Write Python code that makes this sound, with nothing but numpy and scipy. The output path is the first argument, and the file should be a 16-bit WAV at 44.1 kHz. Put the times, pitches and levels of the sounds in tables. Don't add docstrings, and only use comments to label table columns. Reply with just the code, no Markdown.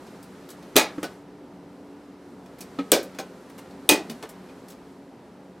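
import sys
import numpy as np
from scipy.fft import rfft, irfft, next_fast_len
from scipy.io import wavfile
from scipy.ndimage import map_coordinates

SR = 44100
rng = np.random.default_rng(int(sys.argv[2]) if len(sys.argv) > 2 else 0)


def transcribe(signal):
    frames = np.atleast_2d(signal).T
    limited = np.clip(frames, -1, 1)
    pcm = np.round(limited * 32767).astype(np.int16)
    wavfile.write(sys.argv[1], SR, pcm)


N = 246959


def amp(db):
    return 10 ** (np.asarray(db) / 20)


def unit(x):
    return x / np.sqrt(np.mean(x ** 2) + 1e-20)


def along(points, hz):
    f, values = np.transpose(points)
    return np.interp(np.log(hz + 1), np.log(f + 1), values)


def filtered(x, response):
    n = x.shape[-1]
    padded = next_fast_len(n + 4096)
    spectrum = rfft(x, padded) * response(np.fft.rfftfreq(padded, 1 / SR))
    return irfft(spectrum, padded)[..., :n]


def wobble(rate):
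    points = rng.standard_normal(int(N * rate / SR) + 4)
    return map_coordinates(points, [np.arange(N) * rate / SR])


def add(out, start_s, sound):
    out[:, round(start_s * SR):][:, :sound.shape[-1]] += sound


# (frequency [Hz], likeness [-1 to 1])
LIKENESS = [(60, 0.96), (180, 1), (550, .98), (1650, 0.92), (4970, .84), (8500, .84), (10500, 0.94)]


def room_noise(gain):
    def mid_and_side(hz):
        angle = np.arccos(np.clip(along(LIKENESS, hz), -1, 1)) / 2
        return gain(hz) * [np.cos(angle), np.sin(angle)]

    mid, side = filtered(rng.standard_normal((2, N)), mid_and_side)
    return unit(np.array([mid + side, mid - side]))


# (frequency [Hz], relative level [dB])
HUM_COLOUR = [(15, -64.5), (25, -36.5), (71, -18), (112, -17.5), (178, -9), (229, -9), (283, -4),
              (318, -21), (350, -6), (409, -13), (515, -14), (701, -17), (954, -18), (2500, -65.5),
              (3250, -63), (5500, -120)]
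RUSH_COLOUR = [(710, -27.5), (1200, -5.5), (1950, -11), (2310, -14), (6000, -24), (7800, -55),
               (13200, -120)]
HISS_COLOUR = [(2350, -27.5), (4000, -3), (5340, -6), (7760, -4.5), (11500, -10), (14000, -13.5),
               (15800, -24)]
# (centre [Hz], width at half amplitude [Hz], level against the broad hum [dB])
HUM_BANDS = [(186.2, 11, -8), (330, 14, -17), (385, 8, -15), (426.2, 11, -12.5), (511, 6.7, -15.5)]
# (time [s], pitch [Hz], level [dB])
HOLLOW_NOTE = [(0, 290.7, -63.5), (1.05, 288.7, -49), (2.0, 287.7, -46.5), (2.6, 284, -50),
               (3.2, 279.2, -49.5), (3.701, 282.5, -49), (4.3, 274.6, -53.5), (5.6, 284.3, -51.5)]
# (time [s], level [dB])
TREBLE_LEVEL = [(0, -62.5), (.72, -64), (.97, -61.5), (1.12, -62), (1.25, -70.5), (1.8, -70), (2.5, -68.5),
                (2.68, -63.5), (3.1, -63.5), (3.8, -64.5), (4.12, -61), (4.33, -64.5), (4.73, -66.5),
                (4.92, -68.5), (5.12, -71), (5.6, -70.5)]
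QUIET_DB, HUM_DB, RUSH_DB = -70, -48, -60.5
HUM_SHARE, RUSH_SHARE = 0.27, 0.7


def workshop():
    t = np.arange(N) / SR
    hiss_db = np.interp(t, *np.transpose(TREBLE_LEVEL))
    hum_db = HUM_DB + HUM_SHARE * (hiss_db - QUIET_DB)
    rush_db = RUSH_DB + RUSH_SHARE * (hiss_db - QUIET_DB)

    hum = room_noise(lambda hz: amp(along(HUM_COLOUR, hz)))
    for centre, width, db in HUM_BANDS:
        hum = hum + amp(db) * room_noise(lambda hz: 1 / np.abs(1 + 2j * (hz - centre) / width) ** 2)
    rush = room_noise(lambda hz: amp(along(RUSH_COLOUR, hz)))
    hiss = room_noise(lambda hz: amp(along(HISS_COLOUR, hz)))

    time_s, pitch_hz, level_db = np.transpose(HOLLOW_NOTE)
    pitch = np.interp(t, time_s, pitch_hz) + 2.8 * wobble(15)
    drone_level = amp(np.interp(t, time_s, level_db) + 1.1 * wobble(12))
    drone = drone_level * np.sin(2 * np.pi * np.cumsum(pitch) / SR)

    return (amp(hum_db + 0.46 * wobble(4.5)) * hum
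            + amp(rush_db + 0.6 * wobble(7.6)) * rush
            + amp(hiss_db + 0.6 * wobble(11)) * hiss
            + drone)


ZONE_CENTRES = [370, 1250, 3700, 10000]


def zone_levels(boom_db, clank_db, sizzle_db):
    return list(zip(ZONE_CENTRES, [boom_db, clank_db, 0, sizzle_db]))


def fade(t, t60, damping):
    gripped = amp(-60 * t * max(damping, 0.5) / t60)
    free = amp(-12.5 - 60 * t / t60)
    return gripped + free


# (frequency [Hz], time to fall 60 dB [s])
CROWD_RING = [(100, 0.33), (260, 0.33), (700, 0.38), (1840, 0.3), (4850, 0.25), (12800, 0.16)]
# (frequency [Hz], level [dB])
CROWD_COLOUR = [(24, -65), (40, -28), (133, -25.5), (312, 8), (630, 0.5), (1090, -8.5), (1850, -14),
                (2150, -14), (2440, -13), (2700, -17.5), (3830, -17.5), (8990, -19), (16000, -22)]
# (frequency [Hz], gain [dB])
CROWD_WIDTH = [(40, -14), (150, -29.5), (700, -32), (1800, -34), (3000, -19), (7500, -22), (10500, -41)]


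def crowded_modes(t, zones, damping):
    centres = 40 * 2 ** (np.arange(18) / 2)
    knots = rng.standard_normal(600)

    def tone(hz):
        bands = np.clip(1 - np.abs(2 * np.log2((hz + 1) / centres[:, None])), 0, 1)
        lumps = amp(3 * map_coordinates(knots, [hz / 90], mode="wrap"))
        colour_db = along(CROWD_COLOUR, hz) + along(zones, hz) - along(CROWD_COLOUR, 3700) - 3.0
        return bands * lumps * amp(colour_db)

    bands = filtered(rng.standard_normal((2, 1, len(t))), tone)
    mid, side = np.sum(bands * fade(t, along(CROWD_RING, centres)[:, None], damping), 1)
    grain = map_coordinates(rng.standard_normal(300), [500 * t])
    mid = mid * amp(2.1 * grain * amp(-60 * t / 0.28) - 1.0)
    return mid, filtered(side, lambda hz: amp(along(CROWD_WIDTH, hz)))


# (pitch [Hz], relative level [dB], free time to fall 60 dB [s])
WALL_NOTES = [(526, -6, .22), (636, -5, .15), (780, -8, .2), (877, -14, .26), (1040, -13, .3),
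              (1206, -13, .28), (1280, -7, .32), (1490, -13, .28), (1669, -12, .15), (1836, -12, .17),
              (1922, -21, .4), (2350, -11, .18), (2471, -8, .22), (2580, -10, .15), (2896, -12, .16),
              (2977, -12, .16), (3335, -12, .16), (3445, -12, .2), (3700, -14, .15), (3914, -12, .17),
              (4400, -12, .19), (4590, -13, .15), (5120, -13, .18), (5430, -13, .15), (5950, -13, .13),
              (6500, -13, .15), (7820, -14, .14), (8590, -15, .18), (9290, -13, .13), (10560, -12, .1)]


def clear_modes(t, zones, damping, lift_db, favoured):
    hz, db, t60 = np.transpose(WALL_NOTES)[:, :, None]
    count = len(WALL_NOTES)
    detune, luck_db = rng.standard_normal((2, count, 1))
    chosen = np.isin(hz, [hz[np.argmin(np.abs(hz - note))] for note in favoured])
    strength = amp(db - 13.5 + 2.5 * luck_db + np.where(chosen, lift_db, along(zones, hz)))
    ring = fade(t, t60, damping) + 0.21 * chosen * amp(-60 * t / t60)
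    where = np.broadcast_arrays(np.arange(count)[:, None], 60 * t)
    flutter = amp(3 * map_coordinates(rng.standard_normal((count, 40)), where))
    sines = np.sin(2 * np.pi * hz * (1 + 0.002 * detune) * t)
    return np.sum(strength * ring * flutter * sines, 0)


def shaken_wall(boom_db, clank_db, sizzle_db, rise_s, damping, lift_db, favoured):
    t = np.arange(SR // 2) / SR
    zones = zone_levels(boom_db, clank_db, sizzle_db)
    mid, side = crowded_modes(t, zones, damping)
    mid = mid + clear_modes(t, zones, damping, lift_db, favoured)
    onset = 1 - np.exp(-t / max(rise_s, 1e-4))
    return onset * np.array([mid + side, mid - side])


# (pitch [x thump pitch], level [dB over thump], t60 [x thump t60])
BOTTOM_NOTES = [(.68, -12.5, 1.7), (1, 2.5, 1), (1.72, -12, 1.2)]


def thump(pitch_hz, db, t60):
    t = np.arange(SR // 2) / SR
    notes = 0
    for ratio, level_db, longer in BOTTOM_NOTES:
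        envelope = amp(db + level_db - 60 * t / (t60 * longer))
        notes = notes + envelope * np.sin(2 * np.pi * pitch_hz * ratio * t)
    return (1 - np.exp(-t / 0.004)) * notes


# (time [s], level [dB], clank [dB], sizzle [dB], favoured note [Hz])
LIGHT_TICKS = [(0.067, -47, -14, -9, 5120), (0.2273, -47.5, -17, 4.5, 9290), (0.4886, -41.5, -15, -1, 7820),
               (0.503, -41.5, -25, 4, 3914), (0.6248, -46, -6, -10, 3700), (2.4594, -52, -6, -5, 5430),
               (2.5848, -49, -4, 3, 10560), (2.6062, -36, -14.5, 3.5, 8590), (3.029, -44.5, -21, 9.5, 6500),
               (3.1472, -45, .1, -7, 3445), (3.4984, -51, 6, 1, 4400), (3.5798, -42, 2, 2.5, 4400),
               (3.7065, -47, -12, -11, 4400), (4.111, -48, -5, 6, 9290), (4.2906, -44.5, 2, 7.5, 10560),
               (4.4894, -47, 1.5, -15, 2471), (4.6831, -46.5, -13, 3.5, 8590), (4.702, -45.5, -16, 4, 3445),
               (4.7194, -49, -12, -.6, 5950)]
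TICK_BOOM_DB, TICK_RISE_S, TICK_DAMPING, TICK_LIFT_DB = -15.5, 0.00055, 1.9, 6


def ticks():
    out = np.zeros((2, N + SR))
    for start_s, db, clank_db, sizzle_db, *favoured in LIGHT_TICKS:
        wall = shaken_wall(TICK_BOOM_DB, clank_db, sizzle_db, TICK_RISE_S, TICK_DAMPING,
                           TICK_LIFT_DB, favoured)
        add(out, start_s, amp(db) * wall)
    return out[:, :N]


# (time [s], wall level [dB], clank [dB], sizzle [dB], thump pitch [Hz],
# thump level [dB], thump t60 [s], lift of favoured notes [dB], two favoured notes [Hz, Hz])
JAW_KNOCKS = [(0.7564, -11, -12, -11, 275, -10, 0.072, -6, 3335, 1280),
              (0.9807, -45, 9.5, -13, 291, -13.5, 0.038, 14, 6500, 5120),
              (1.029, -24.5, -3, -4, 315, -21, 0.045, -1, 3335, 1922),
              (1.0397, -25, -9, -9.5, 390, -30, .04, 11, 1490, 5430),
              (2.7869, -26, -6, -20.5, 277.6, -19.5, 0.17, 9.5, 1280, 2350),
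              (3.186, -26, -3, -5.5, 343, -47, 0.043, 14, 1490, 6500),
              (3.1965, -27.5, -18, -8, 338, -38, .066, 13, 780, 1040),
              (4.096, -27.5, -11.5, -5.5, 229.5, -28.5, 0.15, 8.5, 4590, 5120),
              (4.2254, -30.5, 3, -6.5, 397, -42, .05, 5, 2580, 1490),
              (4.236, -51, -1.2, -22, 453, -28.5, 0.063, 8, 877, 1206)]
KNOCK_BOOM_DB, KNOCK_RISE_S, KNOCK_DAMPING = -10.5, 0.0019, 2.82


def knocks():
    out = np.zeros((2, N + SR))
    for start_s, db, clank_db, sizzle_db, thump_hz, thump_db, t60, lift_db, *favoured in JAW_KNOCKS:
        wall = shaken_wall(KNOCK_BOOM_DB, clank_db, sizzle_db, KNOCK_RISE_S, KNOCK_DAMPING,
                           lift_db, favoured)
        add(out, start_s, amp(db) * wall + thump(thump_hz, thump_db, t60))
    return out[:, :N]


# (centre [Hz], width [Hz], level [dB])
BLADE_RESONANCES = [(3750, 550, 4.5), (8440, 3400, 0), (13250, 1200, -4)]


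def blade_crack(crack_db):
    def blades(f):
        return sum(amp(db) * 1j * f * width / (centre * centre - f * f + 1j * f * width)
                   for centre, width, db in BLADE_RESONANCES)

    t = np.arange(SR // 2) / SR
    burst = rng.standard_normal((2, len(t))) * amp(crack_db - 60 * t / 0.022)
    mid, side = filtered(burst, blades)
    return mid + amp(-22.5) * np.outer([1, -1], side)


# (time [s], level of wall and crack [dB], boom [dB], clank [dB], sizzle [dB],
# crack [dB], pop level [dB], rebound delay [s], rebound pitch [Hz], rebound level [dB],
# rebound t60 [s], lift of favoured notes [dB], four favoured notes [Hz, Hz, Hz, Hz])
RIM_SNAPS = [(0.7647, -5, -17.5, -9, -6, 4, -6, 0.016, 304, -18.5, 0.088, 4.5, 636, 526, 2471, 3700),
             (2.9178, -9.5, -11, -12.5, -4.5, 9.5, -5.5, .017, 341.5, -14, 0.095, 1.5, 780, 2350, 526, 2896),
             (3.8908, -7.5, -13.5, -10, -3.5, 5.5, -9, .023, 309.5, -10, 0.083, 8.5, 877, 1922, 2580, 2471)]
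POP_HZ, POP_T60_S = 420, 0.042
RESHAKE_DB = -8


def snaps():
    out = np.zeros((2, N + SR))
    for start_s, db, boom_db, clank_db, sizzle_db, crack_db, pop_db, *rest in RIM_SNAPS:
        rebound_s, rebound_hz, rebound_db, rebound_t60, lift_db, *favoured = rest
        balance = boom_db, clank_db, sizzle_db
        wall = shaken_wall(*balance, 0.0015, 1.2, lift_db, favoured)
        add(out, start_s, amp(db) * (wall + blade_crack(crack_db)))
        add(out, start_s, thump(POP_HZ, pop_db, POP_T60_S))
        wall_again = shaken_wall(*balance, 0.0022, 1.35, lift_db, favoured)
        rebound = thump(rebound_hz, rebound_db, rebound_t60)
        add(out, start_s + rebound_s, rebound + amp(db + RESHAKE_DB) * wall_again)
    return out[:, :N]


def scene():
    return workshop() + ticks() + knocks() + snaps()


def record(dry):
    soft = dry / (1 + np.abs(dry / 1.05) ** 6) ** (1 / 6)
    return filtered(soft, lambda hz: np.sin(np.pi / 2 * np.clip((16250 - hz) / 450, 0, 1)) ** 2)


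dry = scene()
out = record(dry)
transcribe(out)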